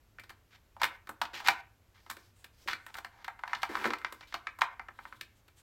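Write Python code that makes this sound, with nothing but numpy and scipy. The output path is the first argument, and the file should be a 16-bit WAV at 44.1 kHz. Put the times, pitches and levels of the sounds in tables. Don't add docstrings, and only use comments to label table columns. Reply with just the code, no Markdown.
import sys
import numpy as np
from scipy import signal
from scipy.fft import rfft, irfft, next_fast_len
from scipy.io import wavfile

SR = 44100
rng = np.random.default_rng(int(sys.argv[2]) if len(sys.argv) > 2 else 0)


def unload_audio(sound):
    columns = np.transpose(np.atleast_2d(sound))
    steps = np.round(np.clip(columns, -1, 1) * 32767)
    wavfile.write(sys.argv[1], SR, steps.astype(np.int16))


N = 247842
HIT_SIZE, ATTACK_SIZE = int(.12 * SR), int(.008 * SR)
MEDIUM_DB, HARD_DB = -40, -26

# (frequency [Hz], level [dB])
WALL_SNAP = [(1800, -13.5), (2800, 2.5), (3900, 1), (5000, -3), (6500, -11.5), (9000, -23.5), (16000, -58)]
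# (frequency [Hz], level [dB])
CORNER_TICK = [(4000, -26.5), (7000, 0), (8500, 0.5), (10000, -5.5), (12000, 1.5), (16000, -5.5)]
# (frequency [Hz], level [dB])
WOOD_HISS = [(1000, -2.5), (2500, -1.5), (3500, -0.5), (4200, -3.5), (5000, -4.5), (6200, -10), (7700, -5),
             (9500, -10), (12000, -7.5), (16000, -12)]


def box_knocks(medium_chatter_ms=1.9, halving_db=18.5):
    # (time [s], level [dB], pitch [Hz], wall snap [dB re level], corner tick [dB re level])
    knocks = [(0.185, -46, 1600, -25, -38), (0.196, -48.5, 1890, -10, -12), (0.2357, -55, 1490, -3, -11),
              (0.2938, -50.5, 1630, -4.5, -10), (0.3023, -48.5, 1350, -8, -14),
              (0.7653, -48.5, 950, -25, -28), (0.8161, -26, 1210, -13.5, -20),
              (0.8325, -26, 1630, -4, -16.5), (0.841, -24, 1600, -12, -16.5),
              (0.8511, -37.5, 1480, -3.5, -14), (1.0712, -49, 1400, -10, -16),
              (1.0914, -38.5, 1220, -16, -11.5), (1.215, -28, 1200, -7, -18.5),
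              (1.2182, -29.5, 1190, -13, -35), (1.252, -45, 1400, -2, -21), (1.333, -49, 1770, -8.5, -20),
              (1.4015, -40.5, 1250, -12.5, -21.5), (1.4629, -33.5, 1630, -8, -27),
              (1.4733, -32, 1690, -1, -10), (1.484, -17.5, 1420, -7.5, -20.5), (2.063, -54, 1240, -10, -23),
              (2.1, -42.5, 1670, -2.5, -3), (2.1114, -42.5, 1360, -9, -5), (2.167, -51.5, 1450, -6, -8.5),
              (2.4427, -50, 1476, -2, -7), (2.6753, -38.5, 1520, -9, -18), (2.6805, -38, 1500, -19, -21),
              (2.684, -31, 1600, -14, -23), (2.7316, -31.5, 1700, -8, -23.5),
              (2.864, -45.5, 1450, -11, -10.5), (2.9416, -49.5, 1500, 1, -6), (2.9517, -41, 1320, -24, -22),
              (2.9681, -55.5, 1470, -2, 1), (2.984, -40.5, 1180, -10, -15),
              (3.0462, -39.5, 1340, -10, -19.5), (3.2441, -43.5, 1590, -4, -15.5),
              (3.2794, -34, 1300, -18, -27), (3.391, -48, 1390, -15, -25), (3.4354, -33, 1270, -41, -49),
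              (3.4768, -40, 1260, -11.5, -24.5), (3.5318, -27, 1374, -19, -35),
              (3.549, -48, 1440, 6.5, -17), (3.6305, -26.5, 1316, -11, -23),
              (3.7528, -28.5, 1220, -15.5, -39), (3.769, -37, 1350, -22.5, -26),
              (3.8421, -28.5, 1470, -35, -31), (3.855, -27.5, 1400, -19.5, -36),
              (3.8737, -39, 1500, -19, -18), (3.9045, -32, 1330, -10.5, -34), (3.9345, -30, 1500, -12, -26),
              (3.9843, -57, 1580, 1.5, -6.5), (4.0151, -47.5, 1670, -27, -22),
              (4.0464, -29.5, 1480, -14, -49), (4.1239, -43.5, 1300, -7.5, -8),
              (4.208, -51.5, 1280, -3, -34), (4.3241, -45, 1550, -8, -29), (4.3412, -33, 1120, -5, -20.5),
              (4.3504, -40.5, 1670, -11, -24), (4.4694, -32.5, 1630, -15, -41.5),
              (4.5875, -43.5, 1090, -15, -14), (4.6094, -42, 1400, -2.5, -19.5),
              (4.6175, -19.5, 1270, -21, -33.5), (5.2104, -42, 1940, 1, -9), (5.4802, -61.5, 1664, -3, -7)]
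    out = np.zeros(N)
    for s, db, pitch_hz, snap_db, tick_db in knocks:
        chatter_ms = medium_chatter_ms * .5 ** ((db - MEDIUM_DB) / halving_db)
        add(out, s, box_contact(db, pitch_hz, snap_db, tick_db, chatter_ms) + tray_thump(s, db))
    return out


def box_contact(db, pitch_hz, snap_db, tick_db, chatter_ms, knock_ms=.8, snap_ms=2.2, tick_ms=4.0,
                ring_db=-1.0, lid_db=-6.0):
    # (frequency [Hz], level [dB], t60 [s])
    lid_modes = [(2578, -0.5, 0.053), (2825, 0.5, 0.05), (2960, -7, 0.0092), (3662, -1, 0.038),
                 (3826, 0, 0.033), (4370, 5, 0.022), (4540, -6, 0.018), (5400, -10.5, 0.022)]
    low_cut = signal.butter(2, 540, "high", fs=SR, output="sos")
    octaves = .93 + .06 * max(db - HARD_DB, 0)
    force = burst(knock_ms + chatter_ms, rise_ms=0.71)
    knock = unit_hit(signal.sosfilt(low_cut, around_pitch(force, pitch_hz, octaves)))
    body = knock + from_db(ring_db) * unit_hit(box_ring(force, pitch_hz, octaves))
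    walls = unit_hit(colour(burst(snap_ms + .5 * chatter_ms), WALL_SNAP))
    snap = walls + from_db(lid_db) * unit_hit(struck_plastic(force, lid_modes, vary_db=1.5))
    tick = colour(burst(tick_ms + .5 * chatter_ms), CORNER_TICK)
    hit = unit_hit(body) + from_db(snap_db) * unit_hit(snap) + from_db(tick_db) * unit_hit(tick)
    return from_db(db) * hit


def box_ring(force, pitch_hz, octaves=1.4):
    # (frequency [Hz], level [dB], t60 [s])
    box_modes = [(695, 0.5, 0.059), (779, 5, 0.038), (910, 0.5, 0.036), (987, 2.5, 0.032),
                 (1137, -11, 0.0057), (1316, -7.5, 0.094), (1519, 0, 0.029), (1530, -6.5, 0.014),
                 (1796, -2, 0.05), (2087, -0.5, 0.052), (2327, -1, 0.063), (2502, -6, 0.075)]
    return around_pitch(struck_plastic(force, box_modes, vary_db=2.0), pitch_hz, octaves)


def struck_plastic(force, modes, vary_db, detune=0.0036):
    modes = np.array(modes, float)
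    modes[:, 0] *= np.exp(detune * rng.standard_normal(len(modes)))
    strengths = from_db(vary_db * rng.standard_normal(len(modes))) * rng.choice([-1, 1], len(modes))
    return ring(force, modes, strengths)


def finger_taps():
    # (time [s], level [dB])
    taps = [(4.795, -37.5), (4.8846, -42), (4.9888, -43), (5.0525, -43), (5.125, -44)]
    out = np.zeros(N)
    for s, db in taps:
        tap = box_contact(db, pitch_hz=1340, snap_db=-26, tick_db=-44, chatter_ms=1)
        add(out, s, tap + tray_thump(s, db))
    return out


def box_slides():
    # (start [s], end [s], start level [dB], end level [dB], pitch [Hz], rasp [dB re level])
    slides = [(0.506, 0.561, -70.5, -60.5, 1880, -3.5), (0.797, .817, -55, -50, 1400, -10),
              (1.221, 1.244, -37, -53, 1180, -16), (1.337, 1.414, -43.5, -53, 1910, -3.5),
              (1.415, 1.442, -57, -57, 1060, -5), (1.442, 1.473, -47, -39.5, 1450, -2.5),
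              (1.486, 1.504, -33.5, -33, 1100, -14), (1.944, 2.009, -67.5, -70.5, 1630, -3),
              (2.097, 2.11, -45, -51, 1400, -4), (2.674, 2.729, -43, -46, 1940, -3.5),
              (2.882, 2.905, -60, -55, 1510, -13), (2.944, 2.988, -60, -50, 1400, -6),
              (3.117, 3.23, -68.5, -61, 1330, -10.5), (3.489, 3.571, -54, -52.5, 1470, -16),
              (3.617, 3.625, -53, -57, 1550, 5.5), (4.207, 4.24, -61, -53.5, 1770, -14),
              (4.269, 4.344, -69.5, -76, 1660, 7), (4.464, 4.465, -62, -68, 1600, -6)]
    out = np.zeros(N)
    for start, end, start_db, end_db, pitch_hz, rasp_db in slides:
        size = max(int((end - start) * SR), ATTACK_SIZE)
        pressure = from_db(np.linspace(start_db, end_db, size))
        add(out, start, scrape(pressure, pitch_hz, rasp_db, boom_db=-17.5))
    return out


def scrape(pressure, pitch_hz, rasp_db, boom_db, ring_db=-2.5, rub_db=-0.5, grit_db=-11, puff_s=0.0018):
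    force = stick_slip(pressure)
    puff_power = signal.lfilter([1], [1, -np.exp(-1 / (puff_s * SR))], force ** 2 + 1e-18)
    friction = np.sqrt(puff_power) * rng.standard_normal(len(force))
    layers = [(ring_db, box_ring(force, pitch_hz)),
              (rub_db, bandpass(friction, .6 * pitch_hz, 1.5 * pitch_hz)),
              (boom_db, tray_boom(force)),
              (rasp_db, colour(friction, WALL_SNAP)),
              (rasp_db + grit_db, colour(friction, CORNER_TICK))]
    return pressure.mean() * sum(from_db(db) * unit_rms(layer, len(pressure)) for db, layer in layers)


def stick_slip(pressure, slips_per_s=2000, uneven_db=3.0):
    size = len(pressure)
    slips = (rng.random(size) < slips_per_s / SR) * rng.choice([-1, 1], size)
    force = slips * pressure * from_db(uneven_db * rng.standard_normal(size))
    return np.pad(force, (0, HIT_SIZE))


def tray_drag(hiss_db=-14, hiss_follows=0.82):
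    # (time [s], groan level [dB], rattle level [dB])
    drag_levels = [(3.69, -54.5, -45), (3.694, -37, -45.5), (3.738, -55, -45), (3.76, -54, -44),
                   (3.84, -53, -41.5), (3.855, -34.5, -33.5), (3.872, -34.5, -38), (3.884, -59, -48),
                   (3.935, -53, -54)]
    s, groan_db, rattle_db = np.transpose(drag_levels)
    t = np.arange(s[0], s[-1], 1 / SR)
    grip, shaking = from_db(np.interp(t, s, groan_db)), from_db(np.interp(t, s, rattle_db))
    groan = tray_boom(stick_slip(grip), vary_db=1.0, low_hz=306, high_hz=467)
    out = np.zeros(N)
    add(out, s[0], grip.mean() * unit_rms(groan, len(t)))
    add(out, s[0], scrape(shaking, pitch_hz=1460, rasp_db=-16, boom_db=-10))
    hiss = unit_rms(colour(rng.standard_normal(len(t)), WOOD_HISS) * shaking ** hiss_follows)
    add(out, s[0], from_db(hiss_db) * shaking.mean() * hiss)
    return out


def tray_bumps(contact_ms=1.7, grind_db=-5, grind_ms=6.8):
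    # (time [s], level [dB])
    bumps = [(0.8324, -44.5), (1.0916, -50.5), (1.335, -56), (1.4837, -46.5), (2.169, -60), (2.6597, -57),
             (3.692, -51), (3.854, -30.5), (3.9044, -46), (4.1237, -56.5), (4.3421, -52)]
    ms = np.arange(HIT_SIZE) / SR * 1e3
    push = np.sin(np.pi * np.minimum(ms / contact_ms, 1))
    out = np.zeros(N)
    for s, db in bumps:
        knock = unit_hit(tray_boom(push, vary_db=2.0, low_hz=241, high_hz=860))
        grind = from_db(grind_db) * unit_hit(tray_boom(burst(grind_ms)))
        add(out, s, from_db(db) * (knock + grind))
    return out


def tray_thump(s, knock_db, medium_thump_db=-62, share=0.36, spread_ms=6.1, lift_s=3.26, down_s=3.68):
    level_db = medium_thump_db + share * (knock_db - MEDIUM_DB)
    if lift_s < s < down_s:
        level_db -= 18
    return from_db(level_db) * unit_hit(tray_boom(burst(spread_ms)))


def tray_boom(force, vary_db=4.0, low_hz=170, high_hz=900):
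    # (frequency [Hz], level [dB], t60 [s])
    tray_modes = [(171.8, -20, 0.029), (215, -14.5, 0.13), (233, -11.5, 0.12), (306, -5.5, 0.094),
                  (361, -1, 0.076), (426, -4, 0.049), (495, 0.5, 0.028), (541, -1.5, 0.086),
                  (690, -7.5, 0.092)]
    strengths = from_db(vary_db * rng.standard_normal(len(tray_modes)))
    return bandpass(ring(force, tray_modes, strengths), low_hz, high_hz)


def finger_strokes(patchy_db=2.0, patch_s=0.016, rub_db=-3, rub_octaves=0.53):
    # (middle [s], length [s], level [dB], rub pitch [Hz])
    strokes = [(2.164, .36, -69.5, 5000), (2.41, 0.16, -72.5, 7600), (2.625, 0.22, -67, 5200),
               (2.92, 0.47, -75, 7500), (3.65, 0.56, -67.5, 4400), (4.176, 0.56, -72.5, 4950),
               (5.08, 0.35, -69.5, 3520), (5.384, 0.071, -73, 6920), (5.593, 0.071, -67, 7560)]
    t = np.arange(N) / SR
    hiss = unit_rms(colour(rng.standard_normal(N), WOOD_HISS))
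    white = rng.standard_normal(N)
    patches = np.interp(t / patch_s, np.arange(SR), rng.standard_normal(SR))
    out = np.zeros(N)
    for s, length_s, db, rub_hz in strokes:
        during = np.abs(t - s) < length_s / 2
        swell = np.cos(np.pi * (t[during] - s) / length_s)
        rub = from_db(rub_db) * unit_rms(around_pitch(white[during], rub_hz, rub_octaves))
        out[during] += from_db(db) * swell * (hiss[during] + rub)
    return out * from_db(patchy_db * patches)


def small_room(x, scatter_db=-11.0, scatter_ms=21.5, build_s=0.012, wall_s=0.02, wall_db=-17):
    # (frequency [Hz], level [dB])
    tail_colour = [(150, 0), (400, -5.5), (900, -12.5), (1800, -14), (4000, -15), (8000, -11),
                   (15000, -14.5)]
    # (frequency [Hz], t60 [s])
    tail_t60 = [(150, 0.074), (500, .33), (1200, 0.34), (2500, 0.33), (5000, 0.15), (10000, 0.12),
                (16000, .16)]
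    t = np.arange(SR // 2) / SR
    edges_hz = np.geomspace(100, 17000, 13)
    response = np.zeros(len(t))
    for low, high in zip(edges_hz, edges_hz[1:]):
        hz = np.sqrt(low * high)
        band = bandpass(rng.standard_normal(len(t)), low, high)
        tail = band * from_db(-60 * t / at_hz(tail_t60, hz)) * (1 - np.exp(-t / build_s))
        gain = from_db(at_hz(tail_colour, hz)) * np.sqrt(2 * (high - low) / SR)
        response += gain * tail / np.linalg.norm(tail)
    add(response, .003, from_db(scatter_db) * burst(scatter_ms))
    add(response, wall_s, from_db(wall_db) * burst(decay_ms=0.91))
    return x + signal.fftconvolve(x, response)[:N]


def room_tone(level_db=-65.5):
    # (frequency [Hz], relative level [dB])
    tone_colour = [(25, -12), (45, -1), (70, -3), (105, -2), (150, -16), (320, -18), (680, -23),
                   (1500, -25.5), (3000, -30), (5000, -33.5), (7500, -35), (9500, -41), (12000, -33.5),
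                   (16000, -41.5)]
    return from_db(level_db) * unit_rms(colour(rng.standard_normal(N), tone_colour))


def burst(decay_ms, rise_ms=0.36):
    ms = np.arange(HIT_SIZE) / SR * 1e3
    envelope = np.exp(-ms / decay_ms) * (1 - np.exp(-ms / rise_ms))
    phases = np.angle(rfft(rng.standard_normal(HIT_SIZE) * envelope))
    flat = irfft(np.exp(1j * phases), HIT_SIZE)
    cluster = flat * np.exp(-(ms / (5 * decay_ms)) ** 2)
    return cluster / np.linalg.norm(cluster)


def ring(force, modes, strengths):
    out = 0
    for (hz, db, t60), strength in zip(modes, strengths):
        radius, angle = from_db(-60 / (t60 * SR)), 2 * np.pi * hz / SR
        feedback = [1, -2 * radius * np.cos(angle), radius * radius]
        out = out + strength * from_db(db) * signal.lfilter([1, 0, -1], feedback, force + 1e-18)
    return out


def colour(x, spectrum):
    n = 2 * next_fast_len(len(x))
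    hz = np.arange(n // 2 + 1) * SR / n
    cepstrum = irfft(np.log(from_db(at_hz(spectrum, hz))))
    cepstrum[1:n // 2] *= 2
    cepstrum[n // 2 + 1:] = 0
    return irfft(rfft(x, n) * np.exp(rfft(cepstrum)))[:len(x)]


def around_pitch(x, pitch_hz, octaves):
    edge_ratio = 2 ** (np.clip(octaves, .3, 2.5) / 2)
    return bandpass(x, pitch_hz / edge_ratio, pitch_hz * edge_ratio)


def bandpass(x, low_hz, high_hz):
    return signal.sosfilt(signal.butter(2, [low_hz, high_hz], "band", fs=SR, output="sos"), x)


def at_hz(points, hz):
    frequencies, values = np.transpose(points)
    return np.interp(np.log(np.maximum(hz, 1)), np.log(frequencies), values)


def unit_hit(x):
    return x * np.sqrt(ATTACK_SIZE) / np.linalg.norm(x)


def unit_rms(x, size=None):
    return x / np.sqrt(np.mean(x[:size] ** 2) + 1e-20)


def from_db(db):
    return 10 ** (np.asarray(db) / 20)


def add(out, s, sound):
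    i = int(s * SR)
    out[i:i + len(sound)] += sound[:N - i]


def scene():
    background = room_tone()
    handling = box_knocks() + finger_taps() + box_slides() + tray_drag() + tray_bumps()
    return (small_room(handling) + finger_strokes() + background)[None]


def record(dry, cutoff_hz=16200):
    return signal.sosfilt(signal.ellip(10, .1, 70, cutoff_hz, fs=SR, output="sos"), dry)


dry = scene()
out = record(dry)
unload_audio(out)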